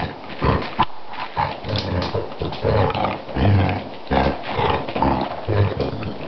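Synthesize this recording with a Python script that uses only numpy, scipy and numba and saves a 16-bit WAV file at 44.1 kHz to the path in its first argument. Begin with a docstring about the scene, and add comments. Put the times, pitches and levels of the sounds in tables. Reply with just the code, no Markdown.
"""Growls and grunts in short rough bursts, panting and claw clicks: two large dogs wrestle in a small room.
Voices follow the source-filter principle: uneven pulses and puffs of air excite chest, throat and mouth.
Breath, skids and snorts are filtered noise; grunt onsets, claws and boards are decaying oscillations.
At listed moments the zero line jumps and the room sound ducks, then both creep back.
A dull microphone adds hiss, rounds the peaks and removes the deepest bass and the high treble."""
import sys
import numpy as np
from scipy import signal
from scipy.fft import rfft, irfft, next_fast_len
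from scipy.io import wavfile
from scipy.ndimage import uniform_filter1d, map_coordinates
from numba import njit

SR = 44100
rng = np.random.default_rng(int(sys.argv[2]) if len(sys.argv) > 2 else 0)


def int16_out(signal):
    """Quantize to a 16-bit WAV file."""
    q = np.round(np.clip(np.atleast_2d(signal).T, -1, 1) * 32767)
    wavfile.write(sys.argv[1], SR, q.astype(np.int16))


N = 276507  # length in samples

# Effort, one list per growl or grunt. Each row: time in seconds, level in dB, mouth opening as the
# mouth resonance in dB, chest tone in dB; the last two are against the level.
EFFORT = [
    [(0.0, -20.5, 1.5, -2), (0.048, -26, -10.5, -3.5), (0.11, -32, -8.5, -14), (0.12, -32.5, -5, 2)],
    [(0.41, -34, -9.5, -11), (0.426, -20.5, -7, -3.5), (0.452, -15, -7, -3.5), (0.542, -17, -7, -0.5),
     (0.612, -26.5, -11.5, -18), (0.63, -25.5, -4, 2.5)],
    [(1.36, -32, 5, -15), (1.37, -26, -11, -7.5), (1.39, -23.5, 5, -5), (1.432, -19, -1.5, -7.5),
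     (1.52, -28.5, -6.5, -13.5)],
    [(1.64, -32, -17, 7), (1.658, -29, -16, -3.5), (1.764, -19.5, -13.5, -0.5), (1.808, -27, -10.5, -7.5),
     (1.972, -19, -16.5, -1), (2.1, -26, -3.5, -11)],
    [(2.135, -26.5, -16, 1), (2.153, -18, -11, -3), (2.197, -22, -24.5, -15), (2.215, -28.5, -10, -1),
     (2.239, -27.5, -13, -14), (2.26, -33, -22, -11)],
    [(2.4, -31, -22, -2), (2.414, -23.5, -16, 0.5), (2.47, -22.5, -21, -7), (2.504, -31, -25, 2.5),
     (2.51, -31.5, -20.5, -8)],
    [(2.62, -27.5, -14, 3), (2.662, -16, -14.5, -8), (2.75, -17.5, -13.5, -1.5), (2.806, -14.5, -6.5, -4),
     (2.914, -23.5, -3.5, -6.5), (2.92, -30, -16, -11)],
    [(2.94, -23.5, -10.5, -11), (2.952, -23, -3, -5.5), (3.05, -20.5, -1.5, -13), (3.092, -21.5, -8, -9.5),
     (3.146, -27.5, -6, -15), (3.17, -30, -11, -3)],
    [(3.345, -30, -5, -7), (3.367, -18, -12, -4.5), (3.447, -13, -18, -3.5), (3.539, -16, -20, 2.5),
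     (3.611, -16, -10, -2.5), (3.79, -24, -6.5, -7.5)],
    [(4.1, -29, -29, -4.5), (4.12, -17.5, -12.5, -3), (4.158, -15.5, -2, -9), (4.254, -20.5, -4, -0.5),
     (4.268, -14.5, -17.5, -7.5), (4.34, -29.5, -8, -9.5)],
    [(4.55, -27.5, -18, -10), (4.582, -19, -4, -3.5), (4.656, -16.5, -4.5, -13.5), (4.668, -21, 0, -3),
     (4.744, -18, -5, -8.5), (4.81, -31.5, -6, -5)],
    [(5.01, -26.5, -3, -19), (5.02, -18.5, -9, -10), (5.068, -16, -6, -6), (5.204, -22, -6.5, -8.5),
     (5.224, -22.5, -4.5, -20), (5.25, -30, 7, -11)],
    [(5.475, -28.5, -15, 4), (5.497, -16.5, -39, -4.5), (5.573, -16, -13.5, -4.5),
     (5.605, -12.5, -24.5, -0.5), (5.673, -23, -9, 1.5), (5.73, -20.5, -18.5, -19)],
    [(5.77, -23, -18.5, 3), (5.792, -23.5, -22.5, -4), (5.814, -18, -19, -7), (5.89, -23.5, -29, -9),
     (5.9, -26.5, -24, -9)],
    [(5.92, -25, -14.5, -4), (5.964, -30.5, -31, -1.5), (6.03, -26, -8, -4.5), (6.042, -33, -27, 7),
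     (6.078, -24.5, -22.5, -5), (6.13, -29.5, -16.5, -19)],
]
# Voice of each growl, in the order of EFFORT. Each row: fold rate in Hz before breaks and jitter, roughness at
# full effort (0-1), room modes in dB and throat in dB at the reference chest tone, throat in Hz and rasp in dB
# at the reference opening, each named after its centre: the columns run fold rate, roughness, room-mode dB,
# throat dB, throat Hz, mouth Hz, rasp dB, first rasp resonance in Hz, muzzle in Hz; all centres but the mouth's
# then wander.
VOICES = [(84.24, .5, -5.5, -6, 473, 725, -9, 1820, 3700),
          (65.6, .45, -8.5, -4, 400, 990, -16.5, 1840, 4550),
          (68.37, .6, -18, -9, 580, 840, -12.5, 1680, 3760),
          (105.12, .3, -6.5, -5.5, 535, 800, -14.5, 1625, 3600),
          (101.36, .5, -21.5, -2.5, 493, 830, -22, 2600, 4100),
          (84.34, .45, -10, -4.5, 433, 960, -8.5, 690, 1700),
          (104.5, .35, -10.5, -2.5, 490, 802, -17.5, 1700, 4100),
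          (102.55, .6, -8.5, -8, 620, 757, -16.5, 2100, 4300),
          (66.26, .22, -6.5, -8.5, 513, 696, -15, 1655, 3370),
          (67.6, 0.2, -6, -3.5, 490, 710, -12.5, 1730, 3713),
          (66.64, 0.9, -14.5, -3.5, 380, 830, -13.5, 1960, 3850),
          (66.7, .3, -4.5, -7.5, 568, 800, -19.5, 1900, 4700),
          (105.8, .22, -17, -5, 486.5, 890, -16, 1757, 3720),
          (67.06, .45, -10.5, -4, 466, 980, -15, 2400, 3540),
          (104.8, .4, -3.5, -6, 473, 1300, -15, 3300, 2600)]
# Low resonances of chest and room. Each row: centre in Hz, width in Hz, relative gain in dB.
CHEST = [(66.3, 20, 3.5), (106.4, 143, 6.5), (163, 200, 2)]
# Low modes of the small room that colour the voices. Each row: centre in Hz, width in Hz, relative gain in dB.
ROOM_MODES = [(195, 26, -1), (258, 30, 4), (345, 59, -1)]
# Upper resonances. Each row: centre as a multiple of the first rasp resonance, width of the first
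# filter pass in Hz, mean gain in dB.
RASP = [(1.002, 133, 15), (1.361, 163.3, 12), (1.759, 252, 9), (2.399, 2510, 11.5)]
OPENING_REF_DB, RASP_DB_PER_DB, THROAT_HZ_PER_DB = -7, 0.32, 5  # opening brings rasp and a higher throat
CHEST_REF_DB, THROAT_YIELDS = -9, 0.27  # dB of throat and room modes lost per dB of chest tone over the reference
ROUGH_PER_DB = .02  # the folds slap less evenly below full effort
MUZZLE_DB = -13  # mean level of a narrow muzzle resonance, against the rasp
WANDER = .065  # tongue and jaw shift the resonances by about this share


def growls():
    """Source-filter principle: uneven fold slaps and puffs of air excite chest, throat and mouth, coloured by
    room modes."""
    gate, level_db, mouth_db, chest_db = curves(EFFORT)
    (hz, rough, modes_db, throat_db, throat_hz, mouth_hz,
     rasp_db, rasp_hz, muzzle_hz) = each(VOICES, EFFORT)
    full_db, = each([[np.max(table, axis=0)[1]] for table in EFFORT], EFFORT)
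    rough = np.clip(rough + ROUGH_PER_DB * (full_db - level_db), .1, .8)

    opening = mouth_db - OPENING_REF_DB
    rasp_db = rasp_db + RASP_DB_PER_DB * opening
    yielded_db = THROAT_YIELDS * (chest_db - CHEST_REF_DB)
    throat_db = throat_db - yielded_db
    modes_db = modes_db - yielded_db
    throat_hz = throat_hz + THROAT_HZ_PER_DB * opening
    throat_hz, rasp_hz, muzzle_hz = [
        centre * (1 + WANDER * wobble(9)) for centre in (throat_hz, rasp_hz, muzzle_hz)]

    cycles = np.cumsum(fold_rate(hz) * (1 + .13 * rough * wobble(90))) / SR
    # slaps differ in size, and every second one tends to be weaker
    alternation = (-1) ** np.floor(cycles)
    slap_db = 7 * rough * wobble(110) + 4 * rough * alternation
    slaps = np.diff(np.floor(cycles), prepend=0) * amp(slap_db)
    # air rushes hardest once a cycle
    rush = .5 + np.exp(-3 * (cycles % 1))
    puffs = steady(rush * amp(2 * wobble(120)) * rng.standard_normal(N))
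    source = np.sqrt(1 - rough) * steady(slaps) + np.sqrt(rough) * puffs

    sway = 7 * (1 - rough) ** 3 * np.cos(2 * np.pi * cycles)  # the chest wall follows even folds
    rumble = steady(filtered(source, lambda f: resonances(CHEST)(f) / (1 + 1j * f / 150) ** 2))
    chest = steady(rumble + sway)
    modal = steady(filtered(source, lambda f: resonances(ROOM_MODES)(f) / (1 + 1j * f / 300) ** 2))
    throat = cavity(source, throat_hz, width_hz=165)
    mouth = cavity(source, mouth_hz, width_hz=170)

    hiss = 0.41 * source + puffs
    muzzle = amp(MUZZLE_DB + 4 * wobble(30)) * cavity(hiss, muzzle_hz, width_hz=380)
    # tongue and lips move, so each upper resonance flickers on its own
    upper = sum(amp(db + 1.8 * wobble(30)) * cavity(hiss, multiple * rasp_hz, width)
                for multiple, width, db in RASP)
    rasp = muzzle + steady(upper)
    voice = (amp(chest_db) * chest + amp(modes_db) * modal + amp(throat_db) * throat
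             + amp(mouth_db) * mouth + amp(rasp_db) * rasp)
    return gate * amp(level_db) * voice


# Shifts of the voice in mid growl. Each row: time in seconds, shift in Hz, half-width of the glide in seconds.
BREAKS = [(1.852, -18, .04), (2.815, -17, .02), (3.44, 36, 0.0042), (3.55, -8, 0.035), (5.57, -8, 0.044)]


def fold_rate(hz):
    """Register break: the fold rate glides to a shifted value and stays there until the next growl."""
    t = np.arange(N) / SR
    for s, shift_hz, width in BREAKS:
        end = min(table[0][0] for table in EFFORT if table[0][0] > s) - .01
        hz = hz + shift_hz * (t < end) * (1 + np.tanh((t - s) / width)) / 2
    return hz


# Hard slaps in the grunts. Each row: start in seconds, level in dB before the onset ramp, ring in Hz.
BURSTS = [(1.373, -12.5, 940), (1.699, -14, 573), (2.151, -7.5, 582), (2.416, -10, 408), (2.666, -11, 506),
          (2.742, -12, 548), (3.45, -8, 674), (4.961, -13, 475), (5.023, -2.5, 898), (5.114, -7, 842),
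          (5.798, -7.5, 484)]


def bursts():
    """Impulse response: the closed throat springs open and one strong push rings the mouth briefly."""
    out, t = np.zeros(N + SR), np.arange(SR // 20) / SR
    for s, db, hz in BURSTS:
        decay = amp(db - 60 * t / .04)
        onset = 1 - np.exp(-t / .001)
        out[round(s * SR):][:len(t)] += decay * onset * np.sin(2 * np.pi * hz * t)
    return out[:N]


# Spells of panting and skidding, one list each. Each row: time in seconds, breath in dB, skid in dB.
PANTS = [
    [(0.11, -38, -46), (0.148, -43, -56), (0.206, -47, -58), (0.33, -38.5, -33.5), (0.35, -56, -45),
     (0.42, -41, -34)],
    [(0.62, -28, -31.5), (0.772, -46.5, -42), (0.798, -18, -28.5), (0.814, -15.5, -34.5),
     (0.834, -18.5, -24), (0.84, -47, -42.5)],
    [(0.84, -38.5, -38.5), (0.848, -60.5, -61.5), (0.906, -38, -62), (1.07, -44, -64), (1.08, -45, -44),
     (1.09, -34.5, -60.5)],
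    [(1.09, -35, -61), (1.152, -34.5, -34.5), (1.226, -26.5, -34), (1.294, -46, -41), (1.362, -50, -41.5),
     (1.37, -33, -41.5)],
    [(1.51, -27.5, -32), (1.556, -37.5, -43), (1.586, -36, -51), (1.596, -42.5, -43.5), (1.626, -36, -51),
     (1.65, -37.5, -35.5)],
    [(2.09, -48, -37), (2.108, -45.5, -41), (2.132, -33.5, -43.5), (2.14, -27.5, -47)],
    [(2.25, -35, -50), (2.264, -38, -61), (2.312, -39.5, -58), (2.32, -33, -38), (2.354, -46, -63),
     (2.41, -46, -35.5)],
    [(2.5, -36, -60), (2.516, -47, -61), (2.524, -26, -41), (2.532, -28.5, -33), (2.62, -46, -46.5),
     (2.63, -28, -40)],
    [(3.16, -39, -40.5), (3.206, -37, -46), (3.26, -49, -55.5), (3.29, -30.5, -41.5), (3.342, -39.5, -55),
     (3.35, -33, -44)],
    [(3.78, -35.5, -36), (3.888, -39.5, -58), (3.946, -45, -41), (4.038, -63.5, -59.5),
     (4.098, -55.5, -40.5), (4.11, -41, -48)],
    [(4.33, -30.5, -37.5), (4.402, -37, -51.5), (4.462, -38.5, -32.5), (4.476, -31, -32.5),
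     (4.542, -25, -32.5), (4.56, -36.5, -33)],
    [(4.8, -29, -42.5), (4.872, -39, -51), (4.892, -25, -33.5), (4.946, -52, -47), (4.958, -23.5, -32),
     (5.02, -29.5, -46.5)],
    [(5.24, -33.5, -31.5), (5.29, -30.5, -43.5), (5.322, -25.5, -38.5), (5.35, -31.5, -45),
     (5.47, -37, -45.5), (5.48, -32, -45.5)],
    [(5.72, -34, -43), (5.758, -34.5, -48.5), (5.762, -35.5, -45), (5.78, -42, -44)],
    [(6.12, -39, -47.5), (6.178, -41, -52), (6.196, -38, -39), (6.202, -31, -60), (6.21, -36, -48),
     (6.27, -35, -46)],
]
# Colour of each spell, in the same order. Each row: thud in dB against the breath, mouth in Hz
# at a breath of -32 dB, skid in Hz.
SPELLS = [(2, 920, 1600), (-4, 740, 1500), (-19, 900, 2200), (-13.5, 855, 1570), (-6, 700, 2440),
          (-12, 760, 1900), (-3.5, 650, 2400), (-4, 710, 2800), (-4.5, 570, 1600), (3, 650, 2360),
          (-6, 690, 1800), (-1, 590, 2300), (-9, 660, 630), (-6, 500, 850), (0, 530, 1540)]
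PANT_HZ_PER_DB = 9.5  # a harder breath opens the mouth wider


def pants():
    """Turbulence and friction: fluttering breath through the mouth, paws skidding in grains, body thuds."""
    gate, breath_db, skid_db = curves(PANTS)
    thud_db, mouth_hz, skid_hz = each(SPELLS, PANTS)
    mouth_hz = mouth_hz + PANT_HZ_PER_DB * (breath_db + 32)
    air = amp(3 * wobble(60)) * rng.standard_normal(N)
    grit = amp(3 * wobble(35) + 4 * wobble(600)) * rng.standard_normal(N)
    thud = steady(filtered(rng.standard_normal(N), resonances(CHEST + ROOM_MODES)))
    breath = cavity(air, mouth_hz, width_hz=234)
    skid = cavity(grit, skid_hz, width_hz=1600)
    return gate * (amp(breath_db) * (amp(thud_db) * thud + breath) + amp(skid_db) * skid)


# Snorts and scrapes that start at once and die away. Each row: start in seconds,
# level in dB (6 dB above the initial rms), centre in Hz, t60 in seconds.
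SNORTS = [(0.62, -23.5, 2950, 0.3), (1.685, -25.5, 2900, 0.53), (1.7823, -13, 4660, 0.29),
          (2.0194, -13, 4840, 0.35), (2.5255, -24.5, 2790, 0.44), (4.2333, -18.5, 2500, 0.2),
          (5.8055, -26, 4570, 0.58)]


def snorts():
    """Exponential decay of turbulence: grainy broad hiss starts at once and fades."""
    t, level, hz = np.arange(N) / SR, np.zeros(N), np.full(N, 4000.)
    for s, db, centre_hz, t60 in SNORTS:
        level += (t > s) * amp(db - 6 - 60 * np.abs(t - s) / t60)
        hz[t > s] = centre_hz
    grains = amp(1.2 * wobble(130)) * rng.standard_normal(N)
    return level * cavity(grains, hz, width_hz=6600)


# Claws on the floor. Each row: start in seconds, tick in dB, ring in Hz, knock in dB against the tick.
CLAWS = [(0.24, -29.5, 2180, 1.5), (0.4312, -25, 2410, 0), (0.5232, -19, 2516, -2.5),
         (0.619, -20, 2165, -15), (0.7291, -25, 2450, 1), (0.8292, -10, 3027, -8),
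         (1.2188, -19.5, 2455, -11), (1.689, -26.5, 2830, -5.5), (1.7585, -12, 3700, -19),
         (1.7852, -5.5, 5050, -20), (2.0205, -20.5, 2204, -0.5), (2.3195, -29, 3080, 1.5),
         (2.4516, -22, 3580, -17), (2.524, -33.5, 2770, -11), (2.9032, -16.5, 2344, 2.5),
         (2.9466, -13.5, 2885, -18), (3.0017, -24, 2530, 3), (3.0485, -16.5, 2280, 6.5),
         (3.1102, -19.5, 2590, 2), (3.1275, -15.5, 2214, -10), (3.693, -11, 2410, -24.5),
         (4.074, -26, 4100, -19.5), (4.4389, -26.5, 2540, -7), (4.6977, -14.5, 2900, 0),
         (4.8877, -21, 2820, -9), (4.9532, -25, 2450, -10), (4.9671, -19, 2580, -13),
         (5.2121, -19.5, 4000, -11), (5.3042, -35, 2650, -16), (5.4508, -28.5, 3000, -15),
         (5.5708, -24, 2325, -10), (5.6473, -21, 2400, -13), (5.6765, -24, 2386, -21),
         (5.8054, -21, 4530, -14), (6.0319, -20.5, 2600, -23), (6.2132, -28, 2540, -16),
         (6.2342, -26.5, 2560, -24)]
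BOARD_HZ = 1242


def claws():
    """Impact excitation: each claw gives a short ringing tick with a noisy crack and knocks the board."""
    out, t = np.zeros(N + SR), np.arange(SR // 25) / SR
    for s, db, hz, knock_db in CLAWS:
        scatter = np.cumsum(rng.normal(0, .2, len(t)))  # random phase: the ring is not pure
        tick = amp(-60 * t / .016) * np.sin(2 * np.pi * hz * t + scatter)
        crack = amp(-6 - 60 * t / .008) * rng.standard_normal(len(t))
        knock = amp(knock_db - 60 * t / .03) * np.sin(2 * np.pi * BOARD_HZ * t + scatter / 4)
        out[round(s * SR):][:len(t)] += amp(db) * (tick + knock + crack)
    return out[:N]


# Decay of the room. Each row: frequency in Hz, t60 in seconds.
ROOM = [(100, .22), (800, .27), (5000, .15)]


def room(x):
    """Reverberation by convolution: each frequency of a noise tail dies at its own speed."""
    hz, t, z = signal.stft(rng.standard_normal(SR // 2), SR, nperseg=256)
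    t60 = along(ROOM, hz)[:, None]
    tail = signal.istft(z * amp(-60 * t / t60), SR, nperseg=256)[1]
    late = np.pad(x, (250, 0))  # delay in samples
    return signal.fftconvolve(late, tail / np.linalg.norm(tail))[:N]


# Spectrum of the room noise. Each row: frequency in Hz, relative density in dB per Hz.
AIR = [(18, -31.5), (30, -8.5), (49, -35), (295, -5), (656, -3), (935, -6.5), (1390, -23), (3870, -30.5),
       (5280, -24.5), (6030, -25.5), (7840, -83), (13300, -120)]


def room_noise():
    """Spectral shaping: white noise takes the colour of the room, at a running rms of 1."""
    return steady(filtered(rng.standard_normal(N), lambda hz: amp(along(AIR, hz))), span=0.77)


# Jumps of the zero line. Each row: time in seconds, height in full-scale units.
JUMPS = [(0, 0.033), (0.481, 0.014), (0.83, 0.083), (1.788, 0.035), (2.907, 0.023), (3.051, 0.029),
         (3.462, 0.051), (3.7, 0.015), (4.138, 0.013), (5.028, 0.038), (5.605, 0.036)]


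def zero_line(creep=0.094):
    """Linear relaxation: the zero line jumps, then creeps back at a steady speed per second."""
    t = np.arange(N) / SR
    height = np.max([(t >= s) * np.maximum(h - creep * (t - s), 0) for s, h in JUMPS], axis=0)
    return uniform_filter1d(height, size=90)


def amp(db):
    """Decibel definition: the amplitude ratio of a level in dB."""
    return 10 ** (np.asarray(db) / 20)


def steady(x, span=.07):
    """Normalisation: x at a running rms of 1 over span seconds."""
    return x / np.sqrt(np.abs(uniform_filter1d(x ** 2, int(span * SR))) + 1e-12)


def along(points, hz):
    """Logarithmic frequency scale: (Hz, value) points joined on a log axis."""
    f, v = np.transpose(points)
    return np.interp(np.log(hz + 1), np.log(f + 1), v)


def curves(tables, fade=.012):
    """Piecewise-linear envelopes: a gate open inside each table, then a curve for each column."""
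    t = np.arange(N) / SR
    s, *cols = np.transpose(np.concatenate(tables))
    gate = sum(np.clip(np.minimum(t - rows[0][0], rows[-1][0] - t) / fade + .5, 0, 1)
               for rows in tables)
    return [np.minimum(gate, 1)] + [np.interp(t, s, c) for c in cols]


def each(rows, tables):
    """Sample and hold: each column of row k holds from just before the start of table k."""
    starts = [table[0][0] - .01 for table in tables]
    index = np.searchsorted(starts, np.arange(N) / SR) - 1
    return np.array(rows)[np.maximum(index, 0)].T


def wobble(rate):
    """Band-limited fluctuation: a smooth random curve with rate knots a second."""
    knots = rng.standard_normal(int(N * rate / SR) + 4)
    return map_coordinates(knots, [np.arange(N) * rate / SR])


def filtered(x, response):
    """Linear filtering: the spectrum of x times a complex response of frequency."""
    m = next_fast_len(N + SR // 2)
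    return irfft(rfft(x, m) * response(np.fft.rfftfreq(m, 1 / SR)), m)[..., :N]


def resonances(modes):
    """Modal superposition: the causal response of a row of resonances with alternating signs."""
    def response(f):
        return sum((-1) ** k * amp(db) * 1j * f * w / (c * c - f * f + 1j * f * w)
                   for k, (c, w, db) in enumerate(modes))
    return response


@njit
def ring(x, turn, pole):
    """Two-pole resonance: a band-pass whose centre moves sample by sample."""
    y = np.zeros(len(x))
    for i in range(2, len(x)):
        drive = x[i] - x[i - 2]
        y[i] = drive + 2 * pole * np.cos(turn[i]) * y[i - 1] - pole * pole * y[i - 2]
    return y


def cavity(x, hz, width_hz):
    """Cavity resonance: two moving passes, the second 2.5 times as wide, give steep flanks at steady level."""
    turn, pole = 2 * np.pi * hz / SR, np.exp(-np.pi * width_hz / SR)
    return steady(ring(ring(x, turn, pole), turn, pole ** 2.5))


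def scene():
    """Superposition: the direct sound of the dogs, then the room's reply and noise, which duck together."""
    dogs = growls() + bursts() + pants() + snorts() + claws()
    duck = np.clip(1 - zero_line() / 0.11, .05, 1)  # the higher the zero line, the quieter the room
    background = amp(-9) * room(dogs) + amp(-37.0) * room_noise()
    return (dogs + duck * background)[None]


# Treble loss of the microphone. Each row: frequency in Hz, gain in dB.
MIC = [(4200, 0), (5200, -6), (5800, -19), (6180, -34)]
TOP_HZ = 6180  # nothing passes from here up


def record(dry):
    """Transducer limits: bass cut, hiss, saturation of peaks, a wandering zero line and a band limit."""
    bass_cut = filtered(dry, lambda hz: -hz * hz / (55 ** 2 - hz * hz + 1.3j * hz * 55))
    heard = bass_cut + amp(-42.5) * rng.standard_normal(dry.shape)
    rounded = heard / (1 + np.abs(heard / .53) ** 6) ** (1 / 6)
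    shifted = rounded + zero_line() - .021
    return filtered(shifted, lambda hz: amp(along(MIC, hz)) * (hz < TOP_HZ))


dry = scene()
out = record(dry)
int16_out(out)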